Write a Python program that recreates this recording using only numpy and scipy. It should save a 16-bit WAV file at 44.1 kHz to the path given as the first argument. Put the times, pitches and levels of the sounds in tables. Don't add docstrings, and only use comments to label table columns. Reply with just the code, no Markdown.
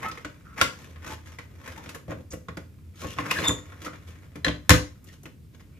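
import sys
import numpy as np
from scipy import signal
from scipy.io import wavfile
from scipy.ndimage import uniform_filter1d

SR = 44100
rng = np.random.default_rng(int(sys.argv[2]) if len(sys.argv) > 2 else 0)


def transcribe(signal):
    frames = np.atleast_2d(signal).T
    limited = np.clip(frames, -1, 1)
    pcm = np.round(limited * 32767).astype(np.int16)
    wavfile.write(sys.argv[1], SR, pcm)


N = 255339
TIME = np.arange(N) / SR
CUTOFF_HZ = 15100
BAND_EDGES = 20 * 2 ** (np.arange(21) / 2)
BAND_CENTRES = np.sqrt(BAND_EDGES[1:] * BAND_EDGES[:-1])

# (frequency [Hz], level [dB per Hz])
RUMBLE_SPECTRUM = [(22, -27), (50, -12), (82, -1), (105, -6.5), (170, -6.5), (230, -17.5), (290, -14.5),
                   (700, -43.5), (2000, -38.5), (6000, -44.5), (15000, -45.5)]
# (time [s], level [dB])
DRONE_LEVELS = [(0, -67), (1.2, -47.5), (2.8, -50), (4.3, -47), (5.6, -54.5)]
# (frequency [Hz], t60 [s])
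ROOM_DECAY = [(600, 0.29), (2500, 0.26), (6000, 0.3), (14000, .22)]
# (frequency [Hz], likeness [-1 to 1])
ROOM_STEREO = [(100, 0.79), (300, 0.76), (640, 0.36), (1400, -0.085), (4000, 0.48)]
DIRECT_STEREO = [(200, 1), (1000, 0.16), (2500, 0.084), (6000, 0.053), (12000, 0.092)]
# (frequency [Hz], level [dB per Hz])
BUMP_SPECTRUM = [(45, -24.5), (75, -7), (120, 2.5), (200, -6.5), (300, 0.5), (400, -7.5), (500, -4.5),
                 (800, -29), (3000, -74.5)]
# (pitch [Hz], level [dB], t60 [s])
CHASSIS_MODES = [(65, -2, 0.25), (108.4, -5.5, 0.22), (165, 0, 0.16), (199, -8.5, 0.14), (255, -4.5, 0.15),
                 (292.9, 0, 0.18), (330, -4.5, 0.16), (506.2, -4.5, 0.15)]
# (pitch [Hz], width [Hz], gain [dB])
SHELL_RINGS = [(506, 84, 8), (1052, 77, -3), (1655, 61, -7), (1990, 130, 3), (10830, 2000, 0.5)]
# (frequency [Hz], level [dB per Hz])
CONTACT_SPECTRUM = [(150, -19), (440, -4), (720, -9), (1100, 4), (1800, 3.5), (2700, 2), (4200, -4.5),
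                    (6500, -2.5), (8500, -14), (12200, -11.5), (15500, -27.5)]
# (time [s], level [dB])
GRIP_LEVELS = [(0.0, -45), (0.38, -62.5), (0.72, -59.5), (1.45, -60), (1.8, -49.5), (2.25, -71),
               (2.87, -70.5), (3.35, -48), (3.95, -57.5), (4.6, -61.5), (5.0, -66.5), (5.43, -78),
               (5.79, -66)]
# (start [s], length [s], scrape [dB], brightness [dB], shove [dB])
PUSHES = [(0.004, 0.07, -32.5, -9.5, -38), (0.555, 0.056, -35, -6.5, -39), (0.702, 0.21, -53, 1, -51.5),
          (0.996, 0.058, -43.5, -4.5, -52), (1.044, 0.094, -43, 1, -39), (1.234, 0.11, -53, 1, -59),
          (1.631, 0.14, -46.5, -2.5, -55), (1.808, 0.16, -53, -1, -48), (2.082, 0.028, -36, -5.5, -28.5),
          (2.154, 0.057, -57, 2, -41.5), (2.304, 0.026, -42, 1.5, -41), (2.946, 0.073, -53, 7, -60),
          (3.002, 0.037, -42, 3, -34), (3.045, 0.083, -45.5, 6, -45.5), (3.155, 0.17, -40, -5, -36),
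          (3.318, 0.071, -40, 7, -38), (3.388, 0.07, -33, -2.5, -29.5), (3.793, 0.073, -44.5, 2, -42.5),
          (4.063, 0.034, -45, 4, -47), (5.06, 0.026, -63.5, 15, -50.5), (5.107, 0.034, -57, 7.5, -54),
          (5.527, 0.018, -47.5, 1.5, -46), (5.589, 0.018, -47.5, 0, -48)]
# (start [s], end [s], pitch [Hz], width [Hz], level [dB])
RIB_CATCHES = [(0.028, 0.074, 2080, 250, -40.5), (0.036, 0.083, 846, 109, -39.5),
               (0.435, 0.566, 1350, 260, -54.5), (1.035, 1.154, 1110, 380, -48.5),
               (1.762, 1.822, 878, 100, -47.5), (2.303, 2.333, 6400, 1800, -45.5),
               (3.072, 3.138, 2780, 300, -46.5), (3.25, 3.276, 1340, 350, -38),
               (3.345, 3.4, 1667, 120.4, -32), (3.418, 3.469, 2110, 698, -35.5),
               (3.419, 3.531, 1000, 350, -36), (3.856, 3.888, 1250, 219, -41.5),
               (4.135, 4.225, 1960, 450, -69), (5.073, 5.11, 1910, 250, -57.5),
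               (5.735, 5.788, 2480, 400, -68)]
# (start [s], end [s], pitch [Hz], level [dB], octave [dB], wobble [share])
EDGE_SQUEAKS = [(0.047, 0.114, 1289, -30, -24, 0.0098), (1.09, 1.142, 871, -46, -28, 0.025),
                (3.016, 3.073, 1092, -42, -12, 0.018), (3.302, 3.319, 2600, -24, -17, 0.059),
                (3.436, 3.493, 3560, -26.5, -13.5, 0.018), (3.476, 3.488, 3465, -25.5, 5, 0.03),
                (4.444, 4.457, 3995, -23, -34, 0.03)]
# (time [s], clack [dB], brightness [dB], sharpness [dB], thud [dB], ring [Hz])
HITS = [(0.084, -47.5, 2, 13, -43, 2100), (0.114, -39.5, 8, -7, -47, 5000),
        (0.174, -39, -2.5, -10, -46, 2056), (0.247, -32.5, 1.5, -8.5, -33.5, 1495),
        (0.605, -37, 12, -14, -31, 2000), (0.613, -13.5, 5, 0, -29, 1383), (0.617, -19, 0, -7, -29.5, 1100),
        (0.9585, -48.5, 2, -22, -68, 1680), (1.386, -35, -2, -8, -43.5, 2024),
        (1.676, -35, -9, -1, -41.5, 1650), (1.776, -46.5, 4, 4, -44, 905),
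        (1.8598, -42, 0, -8, -41.5, 5200), (1.891, -40, 5, 6.5, -65, 2605),
        (1.9466, -39, 0.5, 7.5, -37.5, 1720), (2.0799, -50.5, 0, -3, -32, 1090),
        (2.1045, -42.5, -14, -16, -38, 1050), (2.116, -36.5, -19, -26, -33.5, 1981),
        (2.332, -42, -18, 8.5, -30.5, 7750), (2.4839, -33.5, -4.5, -17, -35.5, 1076),
        (2.5702, -36, -3, -3, -32, 4830), (3.0446, -34, -12, -22, -29.5, 790),
        (3.1853, -23, -7.5, -24, -30.5, 1072), (3.311, -23.5, 4.5, 4, -43, 2042),
        (3.3857, -27, -0.5, -15, -29.5, 4070), (3.482, -36, 12.5, 16, -24.5, 6860),
        (3.4924, -24, -18, -33, -26.5, 2000), (3.7216, -45, -27, -30, -50, 1440),
        (3.8636, -34, -12, -24, -32.5, 1284), (3.932, -45, -4, -25, -44.5, 1330),
        (4.356, -41, -3, -0.5, -35, 2030), (4.446, -20, 4.5, -5, -32.5, 1744),
        (4.465, -23.5, -1.5, -15, -25.5, 1701), (4.4818, -24, 4.5, -15, -24, 3200),
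        (4.6937, -9.5, 4.5, 9, -20, 1764), (4.7041, -7.5, 3.5, 0, -11.5, 1592),
        (4.712, -16.5, 7, -12, -23.5, 1690), (4.738, -23, 2.5, -7.5, -30, 1254),
        (5.042, -63.5, -0.5, 23.5, -63.5, 7010), (5.2325, -56.5, -0.5, 16, -44.5, 6110),
        (5.2553, -40.5, -1, -2, -41, 2610)]
HIT_SAMPLES = (np.array(HITS)[:, 0] * SR).astype(int)
THUD_DB = np.array(HITS)[:, 4]


def from_db(db):
    return 10 ** (np.asarray(db) / 20)


def unit_rms(x):
    return x / np.sqrt(np.mean(x ** 2) + 1e-20)


def at_hz(table, hz):
    frequencies, values = np.transpose(table)
    return np.interp(np.log(hz), np.log(frequencies), values)


def drift(per_s):
    return unit_rms(np.interp(TIME * per_s, np.arange(SR // 4), rng.standard_normal(SR // 4)))


def noise_bands(spectrum, stereo, size=N):
    white, bands = rng.standard_normal((2, 2, size + SR // 4)), []
    for k, hz in enumerate(BAND_CENTRES):
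        band_pass = signal.butter(2, BAND_EDGES[k:k + 2], "band", fs=SR, output="sos")
        mid, side = signal.sosfilt(band_pass, white[k % 2])[:, -size:]
        alike = at_hz(stereo, hz)
        pair = np.sqrt((1 + alike) / 2) * mid + np.sqrt((1 - alike) / 2) * side * [[1], [-1]]
        bands.append(from_db(at_hz(spectrum, hz)) * pair)
    return np.array(bands, dtype=np.float32)


def resonance(x, hz, width_hz):
    r = np.exp(-np.pi * width_hz / SR)
    feedback = [1, -2 * r * np.cos(2 * np.pi * hz / SR), r * r]
    return signal.lfilter(np.array([1, 0, -1]) * (1 - r * r) / 2, feedback, x + 1e-18)


def ring(force, hz, t60):
    r, angle = from_db(-60 / (t60 * SR)), 2 * np.pi * hz / SR
    return signal.lfilter([0, np.sin(angle)], [1, -2 * r * np.cos(angle), r * r], force + 1e-18)


def background(rumble_db=-50.5, drone_hz=83, width_hz=11):
    rumble = unit_rms(noise_bands(RUMBLE_SPECTRUM, ROOM_STEREO).sum(0))
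    drone = resonance(rng.standard_normal(N + SR), drone_hz, width_hz)
    drone = unit_rms(resonance(drone, drone_hz, 2 * width_hz)[SR:])
    drone_db = np.interp(TIME, *np.transpose(DRONE_LEVELS))
    return from_db(rumble_db) * rumble + from_db(drone_db) * drone


def room_echo(direct, level_db=-4.5, build_s=0.00022):
    t = TIME[:SR // 2]
    bands = noise_bands([(150, -1), (700, 0)], ROOM_STEREO, size=len(t))
    decay = from_db(-60 * t / at_hz(ROOM_DECAY, BAND_CENTRES)[:, None])
    tail = (bands * decay[:, None]).sum(0) * (1 - np.exp(-(t / build_s) ** 2))
    tail = unit_rms(tail) / np.sqrt(len(t))
    return from_db(level_db) * signal.fftconvolve(direct, tail, axes=1)[:, :N]


def bumps(shove_db, t60=0.12, swell_s=0.0029, mat_limit_db=-23):
    t, force = TIME[:SR // 4], np.zeros(N)
    shape = (1 - np.exp(-t / swell_s)) * from_db(-60 * t / t60)
    force[HIT_SAMPLES] = from_db(np.minimum(THUD_DB, mat_limit_db))
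    loudness = np.hypot(from_db(shove_db - 3.5), signal.fftconvolve(force, shape)[:N])
    return loudness * unit_rms(noise_bands(BUMP_SPECTRUM, DIRECT_STEREO).sum(0))


def mat_bounce(hz=91, t60=0.055, squash_s=0.0041, gain_db=11):
    force = np.zeros(N)
    light_hit_db = np.interp(THUD_DB, [-28, -18], [-26, 0])
    force[HIT_SAMPLES] = -from_db(gain_db + THUD_DB + light_hit_db)
    return resonance(ring(force, hz, t60), hz, 1 / (np.pi * squash_s))


def chassis_boom(swell_s=0.0022, muffled_db=-10.5):
    out = np.zeros(N)
    blow_db = THUD_DB + np.interp(THUD_DB, [-35, -20], [muffled_db, 0])
    scatter_db = rng.normal(0, 1.5, (len(HITS), len(CHASSIS_MODES)))
    for k, (hz, mode_db, t60) in enumerate(CHASSIS_MODES):
        force = np.zeros(N)
        force[HIT_SAMPLES] = (-1) ** k * from_db(blow_db + mode_db + scatter_db[:, k])
        out += resonance(ring(force, hz, t60), hz, 1 / (np.pi * swell_s))
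    return out


def shell_and_panels(struck, rubbed, struck_db=-7.5, rubbed_db=3.0, shift_db=2.5, modes=36):
    contact = struck + rubbed
    out = contact + sum(from_db(db) * resonance(contact, hz, width) for hz, width, db in SHELL_RINGS)
    pitches = np.geomspace(600, 9000, modes) * rng.uniform(.975, 1.025, modes)
    for k, hz in enumerate(pitches):
        rub_gain = from_db(rubbed_db + shift_db * np.minimum(drift(per_s=14), 2))
        force = from_db(struck_db) * struck[k % 2] + rub_gain * rubbed[k % 2]
        out += resonance(force, hz, width_hz=36 * np.sqrt(hz / 2000))
    return out / np.sqrt(2)


def push_levels(rise_s=0.033, stop_s=0.0098):
    grip_db = np.interp(TIME, *np.transpose(GRIP_LEVELS))
    power = from_db([grip_db, grip_db - 3.5, grip_db + 1]) ** 2
    for start, length, scrape_db, bright_db, shove_db in PUSHES:
        age = TIME - start
        speed = np.clip(age / rise_s, 0, 1) * np.exp(-np.clip(age - length, 0, 1) / stop_s)
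        power += (from_db([[scrape_db], [scrape_db + bright_db], [shove_db]]) * speed) ** 2
    scrape_db, treble_db, shove_db = 10 * np.log10(power)
    return scrape_db, treble_db - scrape_db, shove_db


def scrape(plate_noise, scrape_db, bright_db, gain_db=-5.5, slips_per_s=270, slip_s=0.0018, steady=0.22):
    surge = unit_rms(from_db(2.6 * drift(per_s=70)))
    sizes = from_db(3.2 * np.minimum(rng.exponential(1, N), 3))
    slips = (rng.random(N) < slips_per_s / SR) * sizes ** 2
    energy = signal.lfilter([1], [1, -np.exp(-1 / (slip_s * SR))], slips + 1e-18)
    grain = np.sqrt((energy / energy.mean() + steady) / (1 + steady))
    treble = BAND_CENTRES > 2500
    rub = plate_noise[~treble].sum(0) + from_db(bright_db) * plate_noise[treble].sum(0)
    return from_db(gain_db + scrape_db) * surge * grain * rub


def rib_catches(slips_per_s=420, spread_db=1.5, steady=0.8):
    out = np.zeros((2, N))
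    slipping = rng.random(N) < slips_per_s / SR
    slips = slipping * from_db(spread_db * np.minimum(rng.exponential(1, N), 3))
    grain = unit_rms(uniform_filter1d(slips, size=40)) + steady
    force = grain * (rng.standard_normal(N) + rng.standard_normal((2, N)) / 2)
    for start, end, hz, width, level_db in RIB_CATCHES:
        span = slice(int(start * SR), int(end * SR))
        grind = unit_rms(resonance(resonance(force[:, span], hz, width), hz, 2 * width))
        out[:, span] += from_db(level_db) * signal.windows.tukey(grind.shape[1], .5) * grind
    return out


def squeaks(flutter_db=3.0, third_db=-8.5):
    out, wobble = np.zeros(N), drift(per_s=650)
    flutter = from_db(flutter_db * drift(per_s=160))
    for start, end, hz, level_db, octave_db, wobble_share in EDGE_SQUEAKS:
        span = slice(int(start * SR), int(end * SR))
        phase = 2 * np.pi * np.cumsum(hz * (1 + wobble_share * wobble[span])) / SR
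        gains = from_db([0, octave_db, octave_db + third_db])
        tone = sum(gain * np.sin(k * phase) for k, gain in enumerate(gains, 1))
        out[span] += from_db(level_db) * signal.windows.tukey(len(phase), .5) * flutter[span] * tone
    return out


def bracket(squeal):
    return squeal + resonance(squeal, hz=3545, width_hz=40)


def hit_treble_db(hz, bright_db, sharp_db):
    return at_hz([(1800, 0), (3800, bright_db), (10000, sharp_db)], hz)


def spot_rings(damping=0.41):
    out, click = np.zeros(N), signal.unit_impulse(SR // 5)
    for at, (_, clack_db, bright_db, sharp_db, _, hz) in zip(HIT_SAMPLES, HITS):
        t60 = 0.031 * (hz / 2000) ** -damping
        pair = ring(click, hz, t60) - 0.5 * ring(click, 1.16 * hz, t60 / 2)
        level_db = clack_db + hit_treble_db(hz, bright_db, sharp_db) + at_hz(CONTACT_SPECTRUM, hz) / 2
        out[at:at + len(click)] += from_db(level_db) * pair
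    return out


def clacks(plate_noise, damping=0.22, gain_db=1.0):
    out, t = np.zeros((2, N)), TIME[:SR // 10]
    soft_to_hard_db = [-35, -15]
    for at, (_, clack_db, bright_db, sharp_db, _, _) in zip(HIT_SAMPLES, HITS):
        span = slice(at, at + len(t))
        rise_s = np.interp(clack_db, soft_to_hard_db, [0.0013, 0.0003])
        t60 = np.interp(clack_db, soft_to_hard_db, [0.055, 0.032]) * (BAND_CENTRES / 2000) ** -damping
        shape = (1 - np.exp(-t / rise_s)) * from_db(-60 * t / t60[:, None])
        gain = from_db(gain_db + clack_db + hit_treble_db(BAND_CENTRES, bright_db, sharp_db))
        loudness = gain[:, None] * shape
        out[:, span] += (plate_noise[:, :, span] * loudness[:, None]).sum(0)
    return out


def scene():
    scrape_db, bright_db, shove_db = push_levels()
    plate_noise = noise_bands(CONTACT_SPECTRUM, DIRECT_STEREO)
    middle = (BAND_CENTRES > 640) & (BAND_CENTRES < 2560)
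    plate_noise /= plate_noise[middle].sum(0).std()
    contact = shell_and_panels(clacks(plate_noise), scrape(plate_noise, scrape_db, bright_db))
    contact = contact + spot_rings() + rib_catches() + bracket(squeaks())
    contact *= from_db([[0.7], [-0.5]])
    left, right = contact + chassis_boom() + mat_bounce() + bumps(shove_db)
    direct = np.array([left, np.pad(right, (2, 0))[:N]])
    return direct + room_echo(direct) + background()


def record(dry):
    low_pass = signal.cheby1(12, .2, CUTOFF_HZ, fs=SR, output="sos")
    return signal.sosfilt(low_pass, np.tanh(dry))


dry = scene()
out = record(dry)
transcribe(out)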